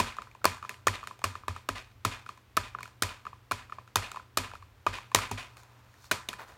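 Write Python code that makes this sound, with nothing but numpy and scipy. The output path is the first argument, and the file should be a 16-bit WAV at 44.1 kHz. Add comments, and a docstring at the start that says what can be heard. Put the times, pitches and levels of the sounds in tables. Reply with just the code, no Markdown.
"""Ink pad dabbed on a stamp

Close on a table, a plastic ink pad is dabbed again and again onto a stamp fixed to a hinged clear plate.
Each dab rings the plate's modes, thumps the table, sends a click into a noise tail of the room and peels off
as rough noise. Short dry contacts make the loose plate tick and rattle between dabs.
Strokes of a hand and the swinging plate are grainy noise; a wavering hum and room noise lie below.
"""
import sys
import numpy as np
from scipy import signal
from scipy.fft import rfft, irfft, next_fast_len
from scipy.io import wavfile
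from scipy.ndimage import uniform_filter1d

SR = 44100
rng = np.random.default_rng(int(sys.argv[2]) if len(sys.argv) > 2 else 0)


def put_to_file(sound):
    """Save the sound as 16-bit audio at rate SR, in the file named by the first command-line argument."""
    columns = np.atleast_2d(sound).T  # one column per channel
    safe = np.clip(columns, -1, 1)
    whole_steps = np.round(safe * 32767)
    wavfile.write(sys.argv[1], SR, whole_steps.astype(np.int16))


N = 289737   # length in samples

# Blows of the pad. Each row: start in seconds, peak level in dB, main plate ring in Hz, crack setting against
# the ring in dB, contact time scale in ms, table thump setting in dB, rebound against the blow in dB,
# peel setting in dB, boost of the hollow low knock in dB.
BLOWS = [(-.002, -11.5, 996, -12.5, 5.3, -34.5, -18, -35, 5.5),
         (.443, -14.5, 1280, -11.5, 2.8, -56, -16, -65, 0),
         (.454, -3.5, 1190, -7.5, 0.77, -35.5, -25, -51, 3.5),
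         (.869, -9.5, 1244, -11.5, 3.2, -32, -4.5, -37, -4), (1.24, -14.5, 1140, -8, 4.1, -34, -14, -58, 0),
         (1.481, -17.5, 1318, -15.5, 2.35, -34, -31, -51.5, -2.5),
         (1.688, -16.5, 1347, -11.5, 2.66, -38.5, -21, -37, 7),
         (2.049, -11, 1220, -9, 3.54, -32.5, -33, -37.5, 3.5),
         (2.568, -14, 1300, -4.5, 2.4, -53, -19, -45.5, -10),
         (2.573, -11, 1240, -19, 0.78, -37.5, -24, -48.5, -1),
         (3.022, -8.5, 1426, -1.5, 2.75, -33.5, -12.5, -40.5, -3.5),
         (3.511, -17.5, 1077, -16.5, 3, -35.5, -23, -49.5, -3),
         (3.518, -15, 1330, -10.5, 2, -62, -28, -54.5, -15),
         (3.957, -8, 1190, -2.5, 2.7, -34, -11.5, -35.5, -2),
         (4.372, -9.5, 1227, -2.5, 3.3, -38, -15, -40, 8),
         (4.865, -11.5, 1188, -26.5, 3.06, -35, -32, -35, 1.5),
         (5.147, -2.5, 1235, -0.5, 2.36, -32, -12.5, -33, 4.5),
         (5.312, -21, 980, -11, 5, -34.5, -23, -35, 6),
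         (6.112, -12, 1690, -6.5, 5.17, -44, -17, -65.5, 3.5),
         (6.287, -19, 3500, -7.5, 3, -67, -30, -64, 5)]


def amp(db):
    """Turn dB into gain."""
    return 10 ** (np.asarray(db) / 20)


def rms_one(x):
    """Scale to unit rms."""
    return x / np.sqrt(np.mean(x ** 2) + 1e-20)


def at_hz(hz, value, wanted):
    """Read a table on a log-frequency axis."""
    return np.interp(np.log(wanted), np.log(hz), value)


def ring(x, hz, t60):
    """A damped resonance: a unit click sets a sine of starting height 1 ringing for t60 seconds."""
    radius = amp(-60 / (t60 * SR))
    angle = 2 * np.pi * hz / SR
    feedback = [1, -2 * radius * np.cos(angle), radius * radius]
    return signal.lfilter([0, np.sin(angle)], feedback, x + 1e-18)


def coloured(spectrum):
    """Steady noise with the given spectrum, rms 1."""
    size = next_fast_len(N)
    hz = np.arange(size // 2 + 1) * SR / size + 1   # the 1 keeps the logarithm finite
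    gain = amp(at_hz(*np.transpose(spectrum), hz))
    white = rng.standard_normal(size)
    return rms_one(irfft(rfft(white) * gain, size)[:N])


def grainy(spectrum, rough_db):
    """Friction-like coloured noise whose level jumps every few ms, with a few sharp grains; rms 1."""
    jumps = rms_one(uniform_filter1d(rng.exponential(1, N) ** 2, size=130) - 2)   # 2 is the mean
    return rms_one(amp(rough_db * jumps) * coloured(spectrum))


def add(track, sound, s):
    """Mix a sound in at a time; it may have begun before zero."""
    i = round(s * SR)
    sound = sound[max(-i, 0):len(track) - i]
    track[max(i, 0):max(i, 0) + len(sound)] += sound


def air():
    """Room noise whose rumble swells and sinks a few times a second."""
    level_db, rumble_wavers_db = -61, 3
    # Room noise. Each row: frequency in Hz, density in dB per Hz.
    air_colour = [(20, -17), (40, -2.5), (65, 4), (100, 8), (150, -16.5), (200, -6), (620, -13),
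                  (1100, -12), (2500, -17), (6900, -28.5), (10400, -33), (14800, -29.5), (16500, -35)]
    noise = coloured(air_colour)
    low = signal.sosfiltfilt(signal.butter(2, 140, fs=SR, output="sos"), noise)
    smooth = uniform_filter1d(rng.standard_normal(N), size=6000)
    waver = rms_one(uniform_filter1d(smooth, size=6000))
    return amp(level_db) * (noise - low + low * amp(rumble_wavers_db * waver))


def hum():
    """A motor tone: a sine whose level and phase waver together."""
    hum_hz, level_db = 119, -60
    waver = rms_one(uniform_filter1d(rng.standard_normal(N), size=4000))
    phase = 2 * np.pi * hum_hz * np.arange(N) / SR + 0.14 * waver
    return amp(level_db + 2.5 * waver) * np.sin(phase)


def burst(crack_db):
    """What a contact throws into the room: a click, duller when the crack is weak."""
    dull = np.clip(-crack_db / 45, 0, .9)
    return (1 - dull) * dull ** np.arange(64)


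def room(x):
    """The room answers with a noise tail that dies band by band."""
    # Room tail. Each row: frequency in Hz, level at the start in dB, t60 in seconds.
    room_bands = [(204, -33, 0.25), (483, -31.5, 0.24), (1370, -28, 0.43), (1810, -26.5, 0.33),
                  (2650, -26, 0.27), (5340, -27.5, 0.29), (9000, -30.5, 0.32), (15000, -31, 0.041)]
    hz, db, t60 = np.transpose(room_bands)
    t = np.arange(round(.6 * SR)) / SR
    response = np.zeros(len(t))
    edges = 100 * 2 ** np.arange(0, 7.6, .5)   # half-octave bands
    white = rng.standard_normal((2, len(t)))   # neighbouring bands use different noise
    for k, (low, high) in enumerate(zip(edges, edges[1:])):
        centre = np.sqrt(low * high)
        band_pass = signal.butter(2, [low, high], "band", fs=SR, output="sos")
        band = rms_one(signal.sosfilt(band_pass, white[k % 2]))
        response += band * amp(at_hz(hz, db, centre) - 60 * t / at_hz(hz, t60, centre))
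    build_up = 1 - np.exp(-t / 0.00039)
    return signal.fftconvolve(x, response * build_up)[:N]


def resonant(x):
    """Tails and friction pass through a few fixed resonances."""
    # Fixed resonances. Each row: frequency in Hz, boost above the rest in dB, width in Hz.
    resonances = [(1010, 7, 94), (1200, 4, 90), (2480, 6, 96), (3626, 4, 160), (4345, 3.5, 150),
                  (6930, 5, 100)]
    out = x.copy()
    for hz, db, width_hz in resonances:
        r = np.exp(-np.pi * width_hz / SR)
        feedback = [1, -2 * r * np.cos(2 * np.pi * hz / SR), r * r]
        band = signal.lfilter((1 - r * r) / 2 * np.array([1, 0, -1]), feedback, x)
        out += (amp(db) - 1) * band
    return amp(-1.5) * out


def brushing():
    """Grainy friction noise: each stroke swells, holds and fades as a dull scuff and a bright rustle."""
    # Strokes of the hand and the swinging plate. Each row: seconds at full level, dull scuff setting in dB,
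    # bright rustle setting in dB, rise in seconds per 20 dB, hold in seconds, fade in seconds per 20 dB;
    # rises and fades below the floors in the loop, negative ones too, take the floor.
    strokes = [(5.395, -63, -73, 1, 0.025, 4), (5.571, -66, -63, -0.3, 0.032, -0.2),
               (6.053, -83, -59.5, 0.1, 0.0092, -1.3), (6.39, -45.5, -62, -0.07, 0.032, 0.04),
               (6.479, -58, -65.5, -0.98, 0.025, .15)]
    # Dull scuff. Each row: frequency in Hz, density in dB per Hz.
    scuff_colour = [(200, -11), (600, 2), (850, 4), (1050, 1), (1500, 2), (2500, -7.5), (4500, -17.5),
                    (7000, -25.5)]
    # Bright rustle. Each row: frequency in Hz, density in dB per Hz.
    rustle_colour = [(1500, -28.5), (4000, 2), (6000, 1), (10000, -8.5), (16000, -10)]
    t = np.arange(N) / SR
    scuff, rustle = np.zeros((2, N))
    for s, scuff_db, rustle_db, rise_s, hold_s, fade_s in strokes:
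        before = (s - t) / max(rise_s, 1 / 100)
        after = (t - s - hold_s) / max(fade_s, .06)
        shape = amp(-20 * np.maximum(before, after).clip(0))
        scuff += amp(scuff_db) * shape
        rustle += amp(rustle_db) * shape
    return scuff * grainy(scuff_colour, 2.0) + rustle * grainy(rustle_colour, 1.6)


def peeling():
    """A rough swell after each blow as the tacky pad lets go."""
    # The inky pad tears off the stamp: delay after the blow, rise and decay, all in seconds.
    peel_times = (0.062, 0.0041, 0.045)
    # Peel noise. Each row: frequency in Hz, density in dB per Hz.
    peel_colour = [(300, -8), (700, -1.5), (1100, -1.5), (1700, 1), (2600, 1), (4500, -8.5), (9000, -18.5),
                   (16000, -33)]
    delay, rise, decay = peel_times
    t = np.arange(round(.25 * SR)) / SR
    swell = (1 - np.exp(-t / rise)) * np.exp(-t / decay)
    level = np.zeros(N)
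    for s, *_, peel_db, low_db in BLOWS:
        add(level, amp(peel_db) * swell, s + delay)
    return level * grainy(peel_colour, 2.46)


def thump(thump_db, sway_db, low_db):
    """A soft push sets the table's modes going with new strengths each time; the slow rocking comes last."""
    # Table top. Each row: frequency in Hz, relative level in dB, t60 in seconds.
    # Neighbouring rows start in opposite phase, so the low pair swells before it fades.
    table_modes = [(88.5, 1.5, 0.25), (105.5, 4, 0.18), (156, -11.5, 0.12), (243.2, -9.5, 0.28),
                   (266.8, -10.5, 0.24), (194.5, -8, 0.098), (400, -7.5, 0.08)]
    # The whole table rocks: frequency in Hz, t60 in seconds, delay in seconds.
    sway = (46, 0.35, 0.01)
    sway_hz, sway_t60, sway_delay = sway
    push, rock = np.zeros((2, round(.4 * SR)))
    add(push, amp(thump_db) * np.hanning(120) / 60, .004)
    add(rock, amp(sway_db) * np.hanning(400) / 200, sway_delay)
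    luck = rng.standard_normal((len(table_modes), 2))
    out = ring(rock, sway_hz, sway_t60)
    for k, (hz, db, t60) in enumerate(table_modes):
        gain = amp(db + 2.0 * luck[k, 0] + low_db * (hz > 140))
        shifted_hz = hz * (1 + luck[k, 1] / 30)   # each mode's pitch shifts slightly at random
        out += (-1) ** k * gain * ring(push, shifted_hz, t60)
    return out


def knock(hz, crack_db, contact_ms, modes_db, t60, low_db=0):
    """A few ms of uneven micro-contacts excite the plate's main ring, its other modes and a crack; peak 1."""
    # Further modes of plate and pad case. Each row: frequency in Hz, relative level in dB, t60 in seconds.
    plate_modes = [(353, -21.5, 0.028), (647, -19, 0.03), (1019, -17, 0.14), (1758, -18, 0.031),
                   (2476, -13, 0.013), (2510, -28.5, .12), (2763, -16.5, 0.013), (3733, -19, 0.0076),
                   (4290, -23.5, 0.048), (6670, -20.5, 0.0088)]
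    draw = rng.standard_normal((3, 4096))
    u = np.arange(4096) / SR / (max(contact_ms, .3) / 1000)   # time in contact lengths
    contacts = u ** 0.84 * np.exp(-u * 2.19) * draw[0]
    force = signal.lfilter([1, -1], [1, -.96], contacts)   # a small plate radiates no bass
    force = np.convolve(force, burst(crack_db))[:4096]   # a dull contact wakes the high modes less
    softer = np.clip((crack_db + 10.5) / 2, -20, 3)
    # a sharp or high contact is drier
    lasts = t60 * np.clip(-crack_db / 20, .5, 1) * min(1, 1300 / hz)
    body = rms_one(ring(ring(force, hz, lasts), hz, lasts * 0.84))
    for (mode_hz, db, mode_t60), luck in zip(plate_modes, draw[2]):
        high_db = softer * np.clip(mode_hz / 1500 - 1, 0, 1)
        hollow_db = low_db * (mode_hz < 700)
        gain = amp(db + modes_db + 2.0 * luck + high_db + hollow_db)
        body += gain * rms_one(ring(force, mode_hz, mode_t60))
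    band_pass = signal.butter(1, [2500, 8000], "band", fs=SR, output="sos")
    crack = signal.sosfilt(band_pass, draw[1] * u * np.exp(-u * 1.98))
    sound = body + amp(crack_db + 2.0) * rms_one(crack)
    return sound / np.max(np.abs(sound))


def chatter():
    """After each blow the loose plate chatters at random moments, weaker the later it comes."""
    count, earliest_s, latest_s = 5, .018, .13
    level_db, fade_db = -21.5, 12   # highest level against the blow, loss by the latest moment
    ticks = []
    for row, luck in zip(BLOWS, rng.random((len(BLOWS), count, 3))):
        for late, weak, pitch in luck:
            s = row[0] + np.interp(late, [0, 1], [earliest_s, latest_s])
            db = row[1] + level_db - fade_db * late - 6 * weak
            ticks.append((s, db, 1000 * 2.3 ** pitch, -8))
    return ticks


def rattle():
    """Light ticks and the chatter after each blow: short dry contacts; the lower ones keep more bass."""
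    # Clearest ticks of the loose plate and the sticky pad. Each row: start in seconds,
    # peak level before the bass cut in dB, main plate ring in Hz, crack setting against the ring in dB.
    clear_ticks = [(.167, -34.5, 1100, -6), (0.184, -20, 1210, -37.5), (0.219, -29.5, 1250, -14),
                   (0.271, -38.5, 1140, -26.5), (0.313, -44, 2400, -12), (.349, -39.5, 1020, -18),
                   (.416, -43, 1340, -31), (0.476, -25, 2550, -14.5), (.517, -33, 2620, -11),
                   (0.626, -29, 1150, -23), (0.639, -36, 1130, -25), (.648, -28, 1210, -22),
                   (.693, -21, 2400, -1.5), (0.709, -35, 1180, -24.5), (.742, -37, 2600, -5),
                   (1.028, -30, 1190, -33), (1.037, -31, 1170, -13), (1.072, -24.5, 1790, -3),
                   (1.109, -30, 1090, -30), (1.191, -37.5, 1019, -1), (1.217, -36.5, 1060, -17),
                   (1.353, -25, 1220, -21), (1.435, -35.5, 1230, -38.5), (1.506, -32, 1150, -38),
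                   (1.562, -27, 1300, -16), (2.262, -31, 1380, -17), (2.29, -26.5, 1190, -16.5),
                   (2.375, -41.5, 1100, -6), (2.748, -22.5, 1216, -43), (2.786, -28, 1500, -26),
                   (2.806, -31.5, 1180, -13), (2.83, -26, 2300, -3.5), (2.855, -35, 1420, -11),
                   (2.877, -38, 1020, -4), (3.252, -31.5, 1200, -20), (3.266, -26, 1214, -31),
                   (3.329, -34, 1160, -33), (3.696, -35, 1235, -23.5), (3.722, -26, 1265, -30),
                   (3.784, -28.5, 1070, -35.5), (3.876, -39.5, 1240, -12), (4.116, -27, 1340, -1),
                   (4.144, -34.5, 1000, -18), (4.159, -29.5, 1230, -17), (4.169, -27.5, 1040, -26),
                   (4.196, -34.5, 1250, -37), (4.514, -33.5, 1320, -25), (4.535, -32.5, 990, -14.5),
                   (4.552, -33.5, 1300, -12), (4.624, -38.5, 1164, -20), (4.984, -27.5, 1130, -18),
                   (5.116, -33, 1100, -19), (5.187, -19.5, 1320, -6), (5.569, -39, 1330, 1.5),
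                   (5.633, -43, 1340, 1), (5.792, -52.5, 1020, -9), (5.94, -46.5, 1770, -6),
                   (6.042, -40, 1350, 0), (6.33, -28.5, 1400, -7), (6.336, -30.5, 1730, -9)]
    # a light touch is short, cracks less and moves no bass; the pad damps its main ring
    contact_ms, less_crack_db, t60_s, room_db = 1.6, -7.5, 0.009, -6
    out, sent = np.zeros((2, N))
    for s, db, hz, crack_db in clear_ticks + chatter():
        tick = knock(hz, crack_db + less_crack_db, contact_ms, 2.5, t60_s)
        cut_hz = 880 * min(hz / 1130, 1) ** 5.1
        bass_cut = signal.butter(4, cut_hz, "high", fs=SR, output="sos")
        add(out, amp(db) * signal.sosfilt(bass_cut, tick), s)
        add(sent, amp(db + room_db) * burst(crack_db), s)
    return out, sent


def dabs():
    """Hard blows and rebounds on the plate, table thumps, and each blow's share for the room."""
    ring_t60_s, rebound_s = 0.013, 0.011   # t60 before the contact shortens it, delay of the rebound
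    room_db, room_db_per_ms = -10.5, 2   # a longer contact sends more to the room
    sway_base_db, sway_follows = -18.5, 0.6093   # a firm press both peels loudly and rocks the table
    plate, sent, table = np.zeros((3, N))
    for s, db, hz, crack_db, contact_ms, thump_db, rebound_db, peel_db, low_db in BLOWS:
        blow = knock(hz, crack_db, contact_ms, 0.063, ring_t60_s, low_db)
        add(plate, amp(db) * blow, s)
        # the rebound is lighter, so its ring is higher
        rebound = knock(1.4 * hz, crack_db - 0.5, contact_ms, 1.3, ring_t60_s)
        add(plate, amp(db + rebound_db) * rebound, s + rebound_s)
        sent_db = db + room_db + room_db_per_ms * contact_ms
        add(sent, amp(sent_db) * burst(crack_db), max(s, 0))
        add(table, thump(thump_db, sway_base_db + sway_follows * peel_db, low_db), s)
    return plate, sent, table


def scene():
    """Knocks and ticks with room, over table, peel, hand, hum and air."""
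    plate, sent, table = dabs()
    ticks, ticks_sent = rattle()
    tail = room(sent + ticks_sent)
    lingering = resonant(tail + peeling() + brushing())
    return (plate + ticks + lingering + table + hum() + air())[None]


def record(dry):
    """The microphone drops the deep bass below 36 Hz; the top is cut steeply, 50 dB down by 16.9 kHz."""
    thin = signal.sosfilt(signal.butter(3, 36, "high", fs=SR, output="sos"), dry)
    return signal.sosfilt(signal.cheby2(12, 50, 16900, fs=SR, output="sos"), thin)


dry = scene()
out = record(dry)
put_to_file(out)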